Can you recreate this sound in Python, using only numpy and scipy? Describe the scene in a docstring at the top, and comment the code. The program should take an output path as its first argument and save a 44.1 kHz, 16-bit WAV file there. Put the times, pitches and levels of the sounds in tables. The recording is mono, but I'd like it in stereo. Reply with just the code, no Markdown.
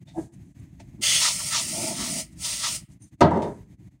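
"""A small office: a can of compressed air is dragged off a desk, sprayed twice over a laptop and put
down hard. Turbulence at the nozzle hisses steadily; the jet roars where it crosses the keys and excites
resonators, whistling in a slot and buffeting a hollow. The impact of the can sets can and desk in free
vibration, and the can rocks to rest on its rim. Fingers tick, a sleeve brushes, a bracelet jingles.
A low ventilation rumble lies under it all; one microphone."""
import sys
import numpy as np
from scipy import signal
from scipy.fft import rfft, irfft
from scipy.io import wavfile
from scipy.ndimage import map_coordinates

SR = 44100
rng = np.random.default_rng(int(sys.argv[2]) if len(sys.argv) > 2 else 0)


def output_pcm(signal):
    """Save a mono or channel-first signal as 16-bit PCM at the path in sys.argv[1].

    Samples are clipped to [-1, 1] before scaling.
    """
    pcm = np.clip(np.atleast_2d(signal).T, -1, 1) * 32767
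    wavfile.write(sys.argv[1], SR, np.round(pcm).astype(np.int16))


N = 176400


def amp(db):
    """Amplitude ratio of a level in decibels."""
    return 10 ** (np.asarray(db) / 20)

def unit(x):
    """Normalisation to rms 1."""
    return x / np.sqrt(np.mean(x ** 2) + 1e-20)

def clock():
    """Sample times t/s."""
    return np.arange(N) / SR

def read(points, hz):
    """Interpolation on a logarithmic frequency axis."""
    f, value = np.transpose(points)
    return np.interp(np.log(hz + 1), np.log(f + 1), value)

def colour(x, spectrum):
    """Spectral shaping to rms 1, so the table's levels are relative."""
    gain = amp(read(spectrum, np.fft.rfftfreq(len(x), 1 / SR)))
    return unit(irfft(rfft(x) * gain, len(x)))

def noise(spectrum):
    """Gaussian noise of a given spectral shape."""
    return colour(rng.standard_normal(N), spectrum)

def resonant_noise(resonances):
    """Random excitation of steep-sided resonances whose powers add; rms 1."""
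    f = np.fft.rfftfreq(N, 1 / SR)
    power = sum(amp(db) ** 2 / (1 + 2 * ((f - hz) / width) ** 2) ** 2 for hz, width, db in resonances)
    return unit(irfft(rfft(rng.standard_normal(N)) * np.sqrt(power), N))

def wander(hz):
    """Random fluctuation from 2 Hz to about hz; rms 1."""
    f = np.fft.rfftfreq(N, 1 / SR)
    return unit(irfft(rfft(rng.standard_normal(N)) * (f > 2) * np.exp(-(f / hz) ** 2), N))

def swells(rows, order=2):
    """Superposed bell-shaped envelopes; a higher order flattens their tops."""
    t = clock()
    return sum(amp(db) * .5 ** np.minimum(abs((t - s) / half) ** order, 50) for s, half, db in rows)

def damped(x, t60s):
    """Frequency-dependent damping: each band decays exponentially; energy 1."""
    hz, t, bands = signal.stft(x, SR, nperseg=256)
    decay = amp(-60 * t / np.maximum(read(t60s, hz), .01)[:, None])
    y = signal.istft(bands * decay, SR, nperseg=256)[1]
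    return y[:len(x)] / np.linalg.norm(y)

# reverberation time of the office: f/Hz, T60/s
ROOM_T60 = [(100, .5), (500, 0.24), (2000, .38), (6000, 0.19), (14000, 0.28)]
def room(x, wet_db):
    """Reverberation: a diffuse, decaying tail follows the direct sound."""
    onset = np.clip(np.arange(SR) / SR / 0.019 - .3, 0, 1)
    tail = damped(rng.standard_normal(SR) * onset, ROOM_T60)
    return x + amp(wet_db) * signal.fftconvolve(x, tail)[:N]

# ventilation spectrum: f/Hz, level/dB
VENT = [(15, -70), (25, -38), (43, -2.5), (86, -8.5), (123, -1.5), (152, -6), (184, -4.5), (216, -13.5),
        (307, -12.5), (437, -39.5), (637, -34.5), (1390, -47.5), (1980, -38), (3050, -47.5), (3780, -48.5),
        (5820, -51.5), (6310, -43), (7030, -46.5), (15800, -59)]
def ventilation(level_db=-46, waver_db=2.45):
    """Amplitude-modulated noise: a low rumble that wavers."""
    return noise(VENT) * amp(level_db + waver_db * wander(15))

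# dropouts of the background: t/s, half-width/s, depth/dB
BACKGROUND_DIPS = [(0, 0.011, 13), (0.047, 0.009, 21), (0.3, 0.019, 37), (0.536, 0.011, 28),
                   (2.865, 0.016, 37.5), (2.99, 0.014, 17), (3.097, 0.021, 23), (3.17, 0.02, 26.5),
                   (3.671, 0.032, 4), (3.769, 0.018, 18), (3.9, 0.013, 21.5), (3.99, 0.064, 13.5)]
def suppression():
    """Gating: the microphone's noise suppression briefly cuts the background, at the listed times."""
    return amp(-sum(db * np.exp(-((clock() - s) / half) ** 2) for s, half, db in BACKGROUND_DIPS))

# arm movements: t/s, half-width/s, sleeve level/dB, bracelet level/dB
BRUSHES = [(0.21, 0.048, -58.5, -66), (0.341, 0.011, -66, -66.5), (0.48, 0.046, -76, -80),
           (0.601, 0.0053, -74, -66), (2.33, 0.012, -62, -79), (2.925, 0.018, -64.5, -69.5),
           (3.036, 0.017, -65, -54.5), (3.078, 0.015, -68, -71), (3.47, 0.1, -64.5, -76)]
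# cloth spectrum: f/Hz, level/dB
CLOTH = [(1000, -10.5), (3000, -7.5), (5500, -4), (7600, 3), (9300, -1.5), (11500, -10.5), (15800, -20.5)]
def sleeve():
    """Friction noise: cloth brushes as the arm moves."""
    return noise(CLOTH) * swells([(s, half, db) for s, half, db, _ in BRUSHES])

# bracelet resonances: f/Hz, width/Hz, level/dB
BRACELET = [(6220, 210, 4.5), (6730, 220, -5), (8180, 300, -11), (9000, 260, 6.5), (9900, 390, -4),
            (10900, 150, -13)]
def bracelet():
    """Randomly excited resonances jingle with the same arm movements."""
    envelope = swells([(s, half, db) for s, half, _, db in BRUSHES])
    return resonant_noise(BRACELET) * envelope * amp(2.5 * wander(81))

# bass spectrum, also of the air's flutter: f/Hz, level/dB
BASS = [(60, -22), (140, 1.5), (240, 5.5), (350, -2.5), (460, -23.5), (900, -30), (4000, -74)]
# bumps of movement: t/s, half-width/s, level/dB
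BUMPS = [(.385, 0.0069, -62), (.475, .02, -53), (.95, 0.0095, -44), (1.003, 0.016, -39.5),
         (3.82, 0.0095, -47.5)]
def bumps():
    """Low-frequency transients: movement makes soft bumps."""
    return noise(BASS) * swells(BUMPS)

# contact spectrum, also of the rim's crack: f/Hz, level/dB
TICK = [(800, -25), (2000, 0), (3500, -6.5), (6000, -7), (9500, -12.5), (11500, -35), (15800, -26)]
# resonances of a hollow body, also blown by the jet: f/Hz, width/Hz, level/dB
HOLLOW = [(330, 30, -2), (647, 75, 2.5), (730, 44, -20.5), (894, 47, -4.5)]
# straw resonances: f/Hz, width/Hz, level/dB
STRAW = [(3630, 150, 8), (4400, 440, -8)]
# touches: t/s, rise/s, T60/s, contact level/dB, body level/dB, straw level/dB
TOUCHES = [(.066, 0.023, 0.2, -58, -58, -57.5), (0.794, .009, 0.094, -51.5, -47.5, -87),
           (3.418, 0.0043, 0.19, -45, -70, -51.5)]
def ticks():
    """Damped vibration: fingers and straw tick on the can, and each touch decays exponentially."""
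    t, contact, body, straw = clock(), noise(TICK), resonant_noise(HOLLOW), resonant_noise(STRAW)
    out = np.zeros(N)
    for s, rise, t60, db, body_db, straw_db in TOUCHES:
        envelope = np.clip((t - s) / rise, 0, 1) * amp(-60 * np.maximum(t - s - rise, 0) / t60)
        out += envelope * (amp(db) * contact + amp(body_db) * body + amp(straw_db) * straw)
    return out

# judders of the base: t/s, half-width/s, level/dB
DRAGS = [(.19, 0.015, -26), (.23, 0.016, -39.5)]
# judder spectrum: f/Hz, level/dB
JUDDER = [(200, -8), (330, 1.5), (680, -19), (900, -26), (1150, -31), (1400, -38), (1700, -27), (2000, -42),
          (5000, -63)]
# scrape of the rim: t/s, half-width/s, level/dB
SCRAPES = [(.176, 0.017, -37.5)]
# resonances of the scrape: f/Hz, width/Hz, level/dB
RIM = [(613, 64, -6.5), (720, 73, 1.5), (854, 70, -0.5)]
def drag(slip_hz=325.3, jitter=.045):
    """Stick-slip friction: the rim scrapes, then the base judders as the can leaves the desk."""
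    cycles = np.cumsum(slip_hz * (1 + jitter * wander(250))) / SR
    slips = np.diff(np.floor(cycles), prepend=0) * amp(1.2 * wander(300))
    friction = unit(slips - slips.mean()) + 0.77 * rng.standard_normal(N)
    return colour(friction, JUDDER) * swells(DRAGS) + resonant_noise(RIM) * swells(SCRAPES)

# the base lands and the hand presses it home: t/s, level/dB, contact time/s
LANDINGS = [(3.2072, -9, 0.000016), (3.2105, -1.5, 0.000072), (3.2136, 4, 0.000058), (3.234, 7, 0.0014),
            (3.247, 0, 0.0012), (3.2533, -12, .00018)]
def landing_force():
    """Impact: each contact is a force pulse, duller the longer it lasts."""
    force = np.zeros(N)
    for s, db, contact in LANDINGS:
        progress = np.clip((clock() - s) / contact, 0, 50)
        pulse = progress * np.exp(-2 * progress)
        force += amp(db) * pulse / pulse.sum()
    return force

def burst(spectrum, start, decay_s):
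    """Noise transient with a sudden onset and exponential decay."""
    age = clock() - start
    return noise(spectrum) * (age > 0) * np.exp(-abs(age) / decay_s)

def crack(level_db=-29):
    """Hard contact is broadband: steel first meets the desk with a bright snap."""
    return amp(level_db) * burst(TICK, LANDINGS[0][0], decay_s=0.0065)

# scuffs of the rocking rim: t/s, relative level/dB
ROCKS = [(3.306, -10), (3.333, -13), (3.352, -13.5), (3.369, -13.5), (3.393, -21), (3.42, -18),
         (3.443, -20.5), (3.463, -25.5), (3.488, -35)]
# force spectrum of a scuff: f/Hz, level/dB
SCUFF = [(60, -11), (160, -7), (330, 4.5), (700, -4.5), (950, 0), (1250, -9.5), (2000, -4.5), (4000, -18),
         (12000, -18)]
def rocking_force(level_db=-32):
    """Rough rolling contact: the rim rocks to rest in gritty scuffs."""
    return amp(level_db) * sum(amp(db) * burst(SCUFF, s, decay_s=0.0099) for s, db in ROCKS)

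# modes of the can on the desk: f/Hz, relative level/dB, T60/s
CAN_MODES = [(84, -20, 0.51), (153.9, -7, .3), (184.2, -9.5, 0.36), (231.5, -17.5, .2), (295.7, -12, 0.34),
             (332.5, -12, 0.33), (407, -11.5, 0.36), (556.6, 0, 0.1), (606.5, -2.5, 0.097),
             (665, -4.5, 0.19), (860, -8, 0.17), (911, -6, .17), (956.6, -5, 0.11), (984, -4, 0.11),
             (1238, -2.5, .06), (2068, -18.5, .07), (3850, -22.5, 0.074)]
# dense ring of the desk top: f/Hz, level/dB
DESK = [(40, -57), (70, -13), (140, -4), (400, -1.5), (700, 1), (1150, -6.5), (1600, -17.5), (2000, -23),
        (2500, -29), (4000, -20.5), (6300, -22), (9000, -29), (11500, -42), (15800, -46.5)]
# its decay time: f/Hz, T60/s
DESK_T60 = [(100, 0.56), (300, 0.28), (900, 0.2), (2000, 0.35), (5000, .1), (12000, 0.063)]
def thud(can_db=-13, desk_db=16):
    """Modal response: the contact force is convolved with the impulse response of can and desk."""
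    force = landing_force() + rocking_force()
    t = np.arange(SR) / SR
    can = sum((-1) ** k * amp(db - 60 * t / t60) * np.sin(2 * np.pi * hz * t)
              for k, (hz, db, t60) in enumerate(CAN_MODES))
    desk = damped(colour(rng.standard_normal(SR), DESK), DESK_T60)
    return signal.fftconvolve(force, amp(can_db) * can + amp(desk_db) * desk)[:N]

# flutter of the blown air: t/s, half-width/s, level/dB
FLUTTERS = [(1.96, 0.3, -38)]
def flutter():
    """Unsteady flow: the blown air flutters in the bass."""
    return noise(BASS) * swells(FLUTTERS, order=4)

# the jet meets a hollow: t/s, half-width/s, level/dB
BUFFETS = [(1.775, .03, -35), (1.87, 0.054, -34), (2.03, 0.032, -54), (2.16, 0.15, -45.5)]
def buffet():
    """Cavity resonance: the jet buffets the air in a hollow."""
    return resonant_noise(HOLLOW) * swells(BUFFETS)

# slot resonances: f/Hz, width/Hz, level/dB
SLOT = [(1313, 100, -18), (2060, 180, -5), (3050, 550, -2.5), (3390, 140, 1), (4630, 940, -6),
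        (6410, 620, -4), (8300, 1200, -12)]
# the jet meets the slot: t/s, half-width/s, level/dB
SLOT_BLOWS = [(1.11, 0.088, -21)]
def whistle():
    """Flow-excited resonance: a slot selects bands of the jet's turbulence."""
    return resonant_noise(SLOT) * swells(SLOT_BLOWS, order=6)

# the jet crosses the keys: t/s, half-width/s, rush level/dB, roar level/dB
PASSES = [(1.228, 0.021, -22, -36), (1.276, 0.031, -22, -27), (1.414, 0.014, -44, -40),
          (1.567, 0.039, -23.5, -30.5), (1.83, 0.24, -95, -55.5), (2.03, 0.074, -34.5, -42),
          (2.452, 0.0093, -29, -53), (2.509, 0.075, -29.5, -44.5), (2.664, 0.039, -23.5, -29.5)]
# rush spectrum: f/Hz, level/dB
RUSH = [(700, -41), (1500, -20), (2600, -5.5), (3400, -0.5), (5600, 0.5), (7000, -1.5), (9500, -16.5),
        (11300, -32.5), (15800, -31.5)]
def key_rush():
    """Jet impingement: broadband noise swells at each pass over the keys."""
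    return noise(RUSH) * swells([(s, half, db) for s, half, db, _ in PASSES])

# resonances of the roar: f/Hz, width/Hz, relative level/dB
ROAR = [(652, 61, -17), (956, 89, -7.5), (1164, 90, -9), (1313, 76, -8), (1940, 300, -6)]
def key_roar(lag_s_per_octave=0.03, length_share=0.81):
    """Forced resonance at the keys: lower bands sound later, so each pass falls in pitch."""
    roar = np.zeros(N)
    for hz, width, band_db in ROAR:
        lag = lag_s_per_octave * max(np.log2(1000 / hz), -.5)
        envelope = swells([(s + lag, length_share * half, db + band_db) for s, half, _, db in PASSES])
        roar += resonant_noise([(hz, width, 0)]) * envelope
    return roar

# nozzle spectrum: f/Hz, level/dB
HISS = [(240, -49.5), (400, -24.5), (504, -28.5), (606, -3), (787, -25.5), (904, -11.5), (1070, -28),
        (1330, -7.5), (1600, -25), (1980, -6.5), (3240, -7), (3660, -10.5), (5060, -0.5), (7670, -2),
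        (9080, 3.5), (11600, -17), (15800, -14.5)]
# hiss level as the can is swung about: t/s, level/dB
HISS_LEVEL = [(1.03, -25), (1.26, -23.5), (1.33, -29.5), (1.52, -29.5), (1.67, -30.5), (1.88, -29),
              (1.95, -36), (2.05, -30.5), (2.19, -30), (2.45, -26), (2.6, -29), (2.77, -25.5)]
def nozzle(delay_s=0.000921, swing_s=.00013, echo_db=-12):
    """Comb filtering: the hiss interferes with its echo off the laptop lid as the can swings."""
    t, direct = clock(), noise(HISS)
    echo = map_coordinates(direct, [(t - delay_s - swing_s * wander(3)) * SR])
    level_db = np.interp(t, *np.transpose(HISS_LEVEL)) + .7 * wander(39)
    return unit(direct + amp(echo_db) * echo) * amp(level_db)

# valve openings: start t/s, rise/s, initial offset/dB, end t/s, open level/dB
OPENINGS = [(1.011, .032, -24.5, 2.21, -0.5), (2.346, 0.12, -48, 2.7617, -4)]
def valve(open_curve=2.2, shut_db_per_s=523.5):
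    """Throttling: the flow rises as the valve opens and dies exponentially as it shuts."""
    t, gain = clock(), np.zeros(N)
    for start, rise, offset_db, end, db in OPENINGS:
        opening_db = offset_db * np.clip(1 - (t - start) / rise, 0, 1) ** open_curve
        closing_db = shut_db_per_s * np.maximum(t - end, 0)
        gain += (t > start) * amp(db + opening_db - closing_db)
    return gain

def spray(gust_db=2, gust_hz=45):
    """Turbulent jet: gusts modulate all that it excites, and the valve gates the whole."""
    hiss = nozzle()
    bright = key_rush() + whistle()
    low = buffet() + flutter() + key_roar()
    gusts = gust_db * wander(gust_hz)
    return valve() * (hiss + bright * amp(0.15 * gusts) + low * amp(gusts))

def scene():
    """Superposition of all sources at one microphone, alike in both channels."""
    air = room(spray(), wet_db=-19.5)
    knocks = room(thud() + crack() + drag(), wet_db=-15)
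    handling = ticks() + sleeve() + bumps() + bracelet()
    mono = air + knocks + handling + ventilation() * suppression()
    return np.array([mono, mono])

def record(dry, bass_cut_hz=56.5, ceiling=0.72, band_limit_hz=15850):
    """Microphone response: bass cut, soft saturation on the thud, then the band limit."""
    highpass = signal.butter(4, bass_cut_hz, "highpass", fs=SR, output="sos")
    lowpass = signal.firwin(511, band_limit_hz, window=("kaiser", 9), fs=SR)
    saturated = ceiling * np.tanh(signal.sosfilt(highpass, dry) / ceiling)
    return signal.oaconvolve(saturated, lowpass[None], "same")


dry = scene()
out = record(dry)
output_pcm(out)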